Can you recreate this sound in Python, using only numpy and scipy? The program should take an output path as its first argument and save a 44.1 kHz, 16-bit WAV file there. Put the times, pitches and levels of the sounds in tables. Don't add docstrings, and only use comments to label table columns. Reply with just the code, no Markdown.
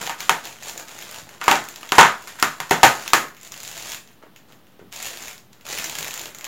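import sys
import numpy as np
from scipy import signal
from scipy.fft import rfft, irfft
from scipy.io import wavfile

SR = 44100
rng = np.random.default_rng(int(sys.argv[2]) if len(sys.argv) > 2 else 0)


def to_wav(s):
    ch = np.atleast_2d(s).T
    pcm = np.round(np.clip(ch, -1, 1) * 32767)
    wavfile.write(sys.argv[1], SR, pcm.astype(np.int16))


def nominal_scale(level):
    x = np.asarray(level, float) / 20
    return 10 ** x


N = 285327

# (time [s], crack peak [dB], panel pitch [Hz], panel thump re crack [dB], room feed [dB])
RIM_POPS = [(0.0119, -24.5, 1150, -20, 17.5), (0.0753, -24.5, 816, 8.5, -4),
            (0.0961, -16.5, 980, -1.5, 8.5), (0.2073, -23, 1200, -11, 11.5), (0.295, 0, 864, 1, 1),
            (1.4146, -28.5, 1250, 10.5, 7.5), (1.4811, -4, 1050, 6, 3.5), (1.8315, -25.5, 1550, -1.5, 3),
            (1.9214, -4, 1010, 0.5, 2.5), (1.9544, -13.5, 825, -10, 12), (1.9831, 0, 950, 14, 3.5),
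            (2.274, -20.5, 1080, -21.5, 11), (2.386, -36, 1450, -7.5, 21.5), (2.4266, 1, 1260, -3, 2),
            (2.603, -13, 1020, -2.5, 4), (2.7111, -6, 820, 2.5, 7.5), (2.832, 4.5, 857, 2, 7),
            (3.1342, 6, 1240, -5, 2.5), (4.2267, -57, 905, 20, -3), (4.7935, -61.5, 522, 18.5, 10.5)]


def rms_one(x):
    return x / np.sqrt(np.mean(x ** 2) + 1e-20)


def peak_one(x):
    return x / np.max(np.abs(x), axis=-1, keepdims=True)


def at_hz(points, hz):
    table_hz, values = np.array(points)[:, :2].T
    return np.interp(np.log(hz), np.log(table_hz), values)


def band(x, low_hz, high_hz):
    edges_hz = [low_hz, min(high_hz, 0.47 * SR)]
    return signal.sosfilt(signal.butter(2, edges_hz, "band", fs=SR, output="sos"), x)


def resonate(x, hz, width_hz):
    r = np.exp(-np.pi * width_hz / SR)
    feedback = [1, -2 * r * np.cos(2 * np.pi * hz / SR), r * r]
    return signal.lfilter([(1 - r * r) / 2, 0, (r * r - 1) / 2], feedback, x)


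def coloured(x, spectrum):
    hz = np.fft.rfftfreq(8192, 1 / SR) + 1
    cepstrum = irfft(np.log(nominal_scale(at_hz(spectrum, hz))))
    cepstrum[1:4096] *= 2
    cepstrum[4097:] = 0
    return signal.fftconvolve(x, irfft(np.exp(rfft(cepstrum))))[:N]


def place(times, sounds):
    out = np.zeros(N + len(sounds[0]))
    for s, sound in zip(times, sounds):
        start = round(s * SR)
        out[start:start + len(sound)] += sound
    return out[:N]


def pops():
    # (time [s], crack peak [dB], panel pitch [Hz], panel thump re crack [dB], room feed [dB])
    rebound_rows = [
        (1.5145, -6, 849, 6.5, 3),
        (1.556, -12, 823, -1, 6),
        (1.991, -10, 887, -9, 0.5),
        (2.0113, -7, 946, 14.5, -1),
        (2.0312, -10.5, 942, 5.5, -7.5),
        (2.05, -18, 1490, 13, 6),
        (2.845, -14.5, 937, -24.5, 19),
    ]
    # (frequency [Hz], width [Hz], level [dB])
    panel_modes = [(794, 34, 6.5), (937, 14, -9.5), (1240, 33, 13), (1537, 95, 17), (1775, 74, 2),
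                   (2280, 43, 2), (2574, 180, -11)]
    pop_treble_db, rebound_treble_db = -5.5, -25
    panel_db, body_db, rattle_db, rattle_decay_s = -11.0, -0.5, -4.0, 0.9 * 0.0016

    rows = [(*p, pop_treble_db) for p in RIM_POPS] + [(*p, rebound_treble_db) for p in rebound_rows]
    t = np.arange(2600) / SR
    noises = rng.standard_normal((len(rows), 2600))
    near, far = [], []
    for (s, db, hz, thump_db, room_db, treble_db), noise in zip(rows, noises):
        impulse = t == 0
        both = np.array([impulse + nominal_scale(rattle_db) * noise * np.exp(-t / rattle_decay_s), impulse])
        crack = peak_one(band(both, 1100, 5700))
        crack = crack + nominal_scale(treble_db) * peak_one(band(both, 3500, 14000))
        modes = 0
        for k, (mode_hz, width_hz, mode_db) in enumerate(panel_modes):
            modes = modes + nominal_scale(mode_db) * resonate(both, mode_hz, 0.82 * width_hz) * (-1) ** k
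        thump = peak_one(resonate(both, hz, hz / 3.5))
        thump = thump + nominal_scale(body_db) * peak_one(band(both, 830, 3100))
        thump = thump + nominal_scale(panel_db) * peak_one(modes)
        sound = nominal_scale(db) * (crack + nominal_scale(thump_db - 1.5) * thump)
        near.append(sound[0])
        far.append(nominal_scale(room_db) * sound[1])
    starts = np.array(rows)[:, 0] - 0.0006
    return place(starts, near), place(starts, far)


def ticks(crinkle_db):
    # (time [s], peak [dB], pitch [Hz])
    pry_rows = [(0.0144, -19, 6500), (0.0672, -11.5, 3140), (0.2049, -11, 3500), (0.4399, -30, 3440),
                (0.4539, -16, 3480), (0.633, -23.5, 6700), (0.6764, -32, 7460), (0.6839, -17, 6670),
                (0.7771, -16.5, 6300), (0.8834, -23, 2420), (0.9887, -22.5, 2270), (1.014, -28, 3480),
                (1.0241, -19, 3360), (1.1443, -25, 3100), (1.2915, -26.5, 2730), (1.4346, -25.5, 3570),
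                (1.4411, -13.5, 2520), (1.512, -5.5, 2010), (1.6397, -23.5, 7100), (1.6871, -19, 6850),
                (1.7599, -20.5, 4070), (1.8911, -18.5, 3250), (2.2318, -38, 2300), (2.2408, -33.5, 6890),
                (2.3994, -15.5, 7370), (2.6953, -22.5, 6290), (2.7077, -20, 2000), (2.7097, -6.5, 2286),
                (3.0784, -10.5, 3530), (3.1037, -22, 3400)]
    # (time [s], peak [dB], pitch [Hz])
    carry_rows = [(3.2844, -26, 1980), (3.3474, -33.5, 2310), (3.3676, -27, 2500), (3.4132, -32.5, 6590),
                  (3.4316, -25, 7000), (3.4491, -26.5, 6640), (3.474, -29, 6980), (3.5204, -18, 5360),
                  (3.5408, -22, 2980), (3.677, -18.5, 7000), (3.7773, -20.5, 6700), (3.9, -22.5, 6400),
                  (3.9275, -20.5, 6060), (3.5768, -25, 7070), (3.6366, -25, 7300), (3.65, -20, 3430),
                  (3.8262, -25, 4330), (4.0752, -33.5, 2660), (4.089, -39, 2920), (4.13, -45, 6500),
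                  (4.3619, -28, 2750), (4.5236, -33.5, 3150), (4.669, -40, 3000), (4.9215, -33.5, 2940),
                  (4.9258, -21.5, 2900), (5.027, -15, 7660), (5.0634, -16.5, 6740), (5.2817, -17.5, 2430),
                  (5.3797, -27, 4750)]
    # (time [s], peak [dB], pitch [Hz])
    film_rows = [(5.5312, -32, 3860), (5.6108, -32.5, 2720), (5.6546, -35.5, 7200), (5.689, -19, 3730),
                 (5.7329, -19, 2400), (5.7722, -20.5, 2600), (5.7872, -11, 2530), (5.836, -25, 6900),
                 (5.8425, -11, 6200), (5.8449, -15, 2620), (5.8967, -17, 6900), (5.9867, -10.5, 7100),
                 (6.0456, -14.5, 2490), (5.9529, -16, 3480), (6.0282, -12, 3820), (6.081, -16, 6360),
                 (6.109, -16.5, 3060), (6.1768, -18.5, 7040), (6.2147, -19, 6700), (6.4288, -43, 2300),
                 (6.1404, -14, 6540), (6.1947, -14.5, 3600), (6.2566, -18, 3020), (6.3478, -21.5, 6300),
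                 (6.3859, -23, 7000), (6.4103, -21, 2550), (6.4441, -12.5, 3420), (6.4512, -19, 4050)]
    ring_db, treble_db, trim_db, room_db = -6.5, -15 + 14, -0.5, 5.0

    rows = pry_rows + carry_rows + film_rows + stray_ticks(crinkle_db)
    t = np.arange(900) / SR
    noises = rng.standard_normal((len(rows), 900))
    near, far = [], []
    rattle = t * np.exp(-t / 7e-4)
    for (s, db, hz), noise in zip(rows, noises):
        both = np.array([noise * rattle, t == 0])
        click = peak_one(band(both, 1700, 8000)) + nominal_scale(ring_db) * peak_one(resonate(both, hz, hz / 5))
        click = click + nominal_scale(treble_db) * peak_one(band(both, 8000, 16000))
        sound = nominal_scale(db + trim_db) * peak_one(click)
        near.append(sound[0])
        far.append(nominal_scale(room_db) * sound[1])
    starts = np.array(rows)[:, 0] - 0.0006
    return place(starts, near), place(starts, far)


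def stray_ticks(crinkle_db):
    count, low_hz, octaves = 120, 2300, 2.2
    over_crinkle_db, spread_db = 14, 4.0
    when, size, pitch = rng.random((count, 3)).T
    s = (np.arange(count) + when) / count * (N - 1) / SR + 0.001
    grip_db = crinkle_db[((s - 0.001) * SR).astype(int)]
    db = grip_db + over_crinkle_db + spread_db * (2 * size - 1)
    return list(zip(s, db, low_hz * 2 ** (octaves * pitch)))


def handling(crinkle_db, rub_db):
    # (frequency [Hz], density [dB per Hz])
    crinkle_colour = [(300, -14.5), (700, -1), (1500, -5.5), (2600, 1), (4500, 0.5), (7000, -6),
                      (11000, -9), (16000, -11)]
    grains_per_s, size_spread_db, clump_db, treble_db = 5000, -0.9, 4.0, -0.5

    clumps = rms_one(band(rng.standard_normal(N), 32, 170)).clip(-2.5, 1.8)
    sizes = nominal_scale(size_spread_db * np.minimum(rng.exponential(1, N), 4)) * rng.choice([-1, 1], N)
    flips = rng.random(N) < grains_per_s / SR
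    grains = rms_one(coloured(sizes * flips * nominal_scale(clump_db * clumps), crinkle_colour))
    grains = grains + (nominal_scale(treble_db) - 1) * band(grains, 8000, 19000)
    rub = rms_one(band(rng.standard_normal(N) * nominal_scale(7.5 * clumps), 380, 1800))
    return nominal_scale(crinkle_db - 2.5) * grains + nominal_scale(rub_db - 3.0) * rub


def effort():
    # (start [s], length [s], crinkle at start [dB], crinkle at end [dB], rub re crinkle [dB])
    lid_grips = [(0.0, 0.04, -38, -31.5, -4), (0.19, 0.22, -35, -47, -9), (0.442, 0.19, -34, -55, -5.5),
                 (0.61, 0.08, -39.5, -31.5, -9.5), (0.739, 0.067, -45, -37.5, -1),
                 (0.874, 0.32, -42, -37.5, -6.5), (1.262, 0.086, -49, -46.5, 1), (1.405, 0.11, -47, -26, 0),
                 (1.583, 0.97, -44, -45.5, -4), (2.35, 0.33, -54, -50, -6), (2.673, 0.41, -44.5, -35, -4.5),
                 (3.144, .12, -24.5, -51, 8), (3.357, 0.11, -61, -42, -12), (3.517, .02, -41, -44, -4),
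                 (3.565, 0.37, -41, -31.5, -15.5), (4.042, 0.066, -72, -57, -2),
                 (4.229, 0.019, -62.5, -71, 21), (4.362, 0.016, -60, -61, 4), (4.486, 0.058, -55, -59, 3),
                 (4.618, .14, -73.5, -72, 6), (4.78, 0.086, -76, -76, 11), (4.928, 0.15, -37, -30, -21.5),
                 (5.105, .2, -37.5, -37.5, -10)]
    # (start [s], length [s], crinkle at start [dB], crinkle at end [dB], rub re crinkle [dB])
    film_grips = [
        (5.526, 0.084, -64.5, -64, 3),
        (5.656, 0.039, -36.5, -36, -10),
        (5.696, 0.31, -29, -36, -10.5),
        (5.968, 0.3, -35, -38, -6),
        (6.347, 0.18, -58, -47, 8),
    ]
    attack_db_per_s, release_db_per_s = 1496.5, 254

    t = np.arange(0, N + 64, 64) / SR
    s, length, first_db, last_db, rub_db = np.array(lid_grips + film_grips).T[:, :, None]
    db = first_db + (last_db - first_db) * np.clip((t - s) / length, 0, 1)
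    db = db - attack_db_per_s * np.maximum(s - t, 0)
    db = db - release_db_per_s * np.maximum(t - s - length, 0)
    both = [10 * np.log10(np.sum(nominal_scale(2 * v), axis=0) + 1e-10) for v in (db, db + rub_db)]
    return [np.interp(np.arange(N) / SR, t, v) for v in both]


def hollow(pop, thud):
    # (frequency [Hz], width [Hz], level for pops [dB], level for thuds [dB])
    hollow_modes = [(405.3, 18, 2.5, 11.5), (772.6, 23, 5, 5), (927, 13, 7.5, 3.5), (1570, 16, 5, 4.5)]
    ringing = 0
    for hz, width_hz, pop_db, thud_db in hollow_modes:
        ringing = ringing + resonate(nominal_scale(pop_db) * pop + nominal_scale(thud_db) * thud, hz, width_hz)
    return ringing


def thuds():
    # (time [s], peak [dB], pitch [Hz], knock re thud [dB])
    thud_rows = [(0.011, -33, 176, -3), (1.227, -44, 101, -9), (1.474, -22.5, 228, -4),
                 (1.51, -17, 300, -12), (1.911, -19, 300.7, -24), (1.982, -8, 310, -12),
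                 (2.424, -16.5, 290, 11), (2.602, -36, 157.8, -11), (2.709, -10, 346, 10),
                 (2.832, -18, 132, -8), (3.131, -24, 230, -6), (3.511, -47, 116, -8), (4.7945, -35, 492, 3),
                 (4.815, -39, 169, 18), (4.848, -40, 180, 6), (4.826, -39, 300, 17),
                 (5.698, -48, 141, -3.5), (5.791, -41, 207, 2)]
    cycles, trim_db, knock_hz, knock_width_hz = 3.0, -6.5, 410, 170

    push = signal.lfilter([1], [1, -0.9], np.arange(4000) == 0)
    sounds = []
    for s, db, hz, knock_db in thud_rows:
        knock = nominal_scale(knock_db - 17.5) * peak_one(resonate(push, knock_hz, knock_width_hz))
        sounds.append(nominal_scale(db + trim_db) * (peak_one(resonate(push, hz, hz / cycles)) + knock))
    times, pop_times = np.array(thud_rows)[:, 0], np.array(RIM_POPS)[:, 0]
    nearest = pop_times[np.abs(times[:, None] - pop_times).argmin(axis=1)]
    return place(np.where(np.abs(nearest - times) < 0.02, nearest, times), sounds)


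def room(x):
    # (frequency [Hz], T60 [s])
    decay_times = [(100, 0.27), (260, 0.32), (700, 0.3), (1400, 0.33), (2200, 0.26), (4850, 0.28),
                   (12800, 0.29)]
    # (frequency [Hz], level [dB])
    wall_colour = [(60, -7.5), (150, 11), (400, 1.5), (1000, -2), (1500, 5.5), (2500, 2.5), (6000, 0.5),
                   (15000, 5.5)]
    gap_s, build_s = 0.00073, 0.0014
    edges_hz = 30 * 2 ** np.arange(0, 9.6, 0.5)

    t = np.arange(SR // 2) / SR
    white = rng.standard_normal((2, 5, len(t)))
    tails = 0
    for k, (low_hz, high_hz) in enumerate(zip(edges_hz, edges_hz[1:])):
        hz = np.sqrt(low_hz * high_hz)
        decay_db = at_hz(wall_colour, hz) - 60 * t / at_hz(decay_times, hz)
        tails = tails + nominal_scale(decay_db) * band(white[k % 2], low_hz, high_hz)
    tails = tails * (1 - np.exp(-np.maximum(t - gap_s, 0) / build_s))
    tails = tails / np.sqrt(np.sum(tails ** 2, axis=1, keepdims=True))
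    spot = np.arange(N) // 3000 % 5
    by_spot = x * (spot == np.arange(5)[:, None])
    return signal.fftconvolve(by_spot, tails, axes=1)[:, :N].sum(axis=0)


def scene():
    crinkle_db, rub_db = effort()
    pop, pop_far = pops()
    tick, tick_far = ticks(crinkle_db)
    crinkle = handling(crinkle_db, rub_db)
    thud = thuds()
    direct = pop + hollow(pop_far, thud) + tick + crinkle + thud
    to_walls = pop_far + tick_far + nominal_scale(-1.0) * crinkle + nominal_scale(-0.5) * thud
    return (direct + room(to_walls))[None]


def band_limit(x):
    return signal.sosfilt(signal.butter(12, 16670, fs=SR, output="sos"), x)


def record(dry):
    # (frequency [Hz], level [dB])
    capsule_colour = [(20, -10.5), (70, 11.5), (200, 4.5), (4800, -3), (6000, -0.5), (7100, 6.5),
                      (7600, 1.5), (8100, -4), (10000, -2), (13500, -4), (16000, -6)]
    # (frequency [Hz], level [dB])
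    hush_colour = [(18, -23.5), (30, -20), (48, -20), (106, -4), (203, -3), (523, -12), (931, -15),
                   (2040, -20), (2210, -22.5), (3110, -20), (8200, -34), (14600, -26.5), (15800, -43)]
    hush_db, top_cut_hz = -54, 15900

    hush = nominal_scale(hush_db) * rms_one(coloured(rng.standard_normal(N), hush_colour[:-1]))
    x = coloured(dry[0], capsule_colour) + hush
    x = np.clip(x[None] - 0.002, -1, 1)
    x = signal.sosfilt(signal.ellip(8, 0.5, 32, top_cut_hz, fs=SR, output="sos"), x)
    return band_limit(x)


dry = scene()
out = record(dry)
to_wav(out)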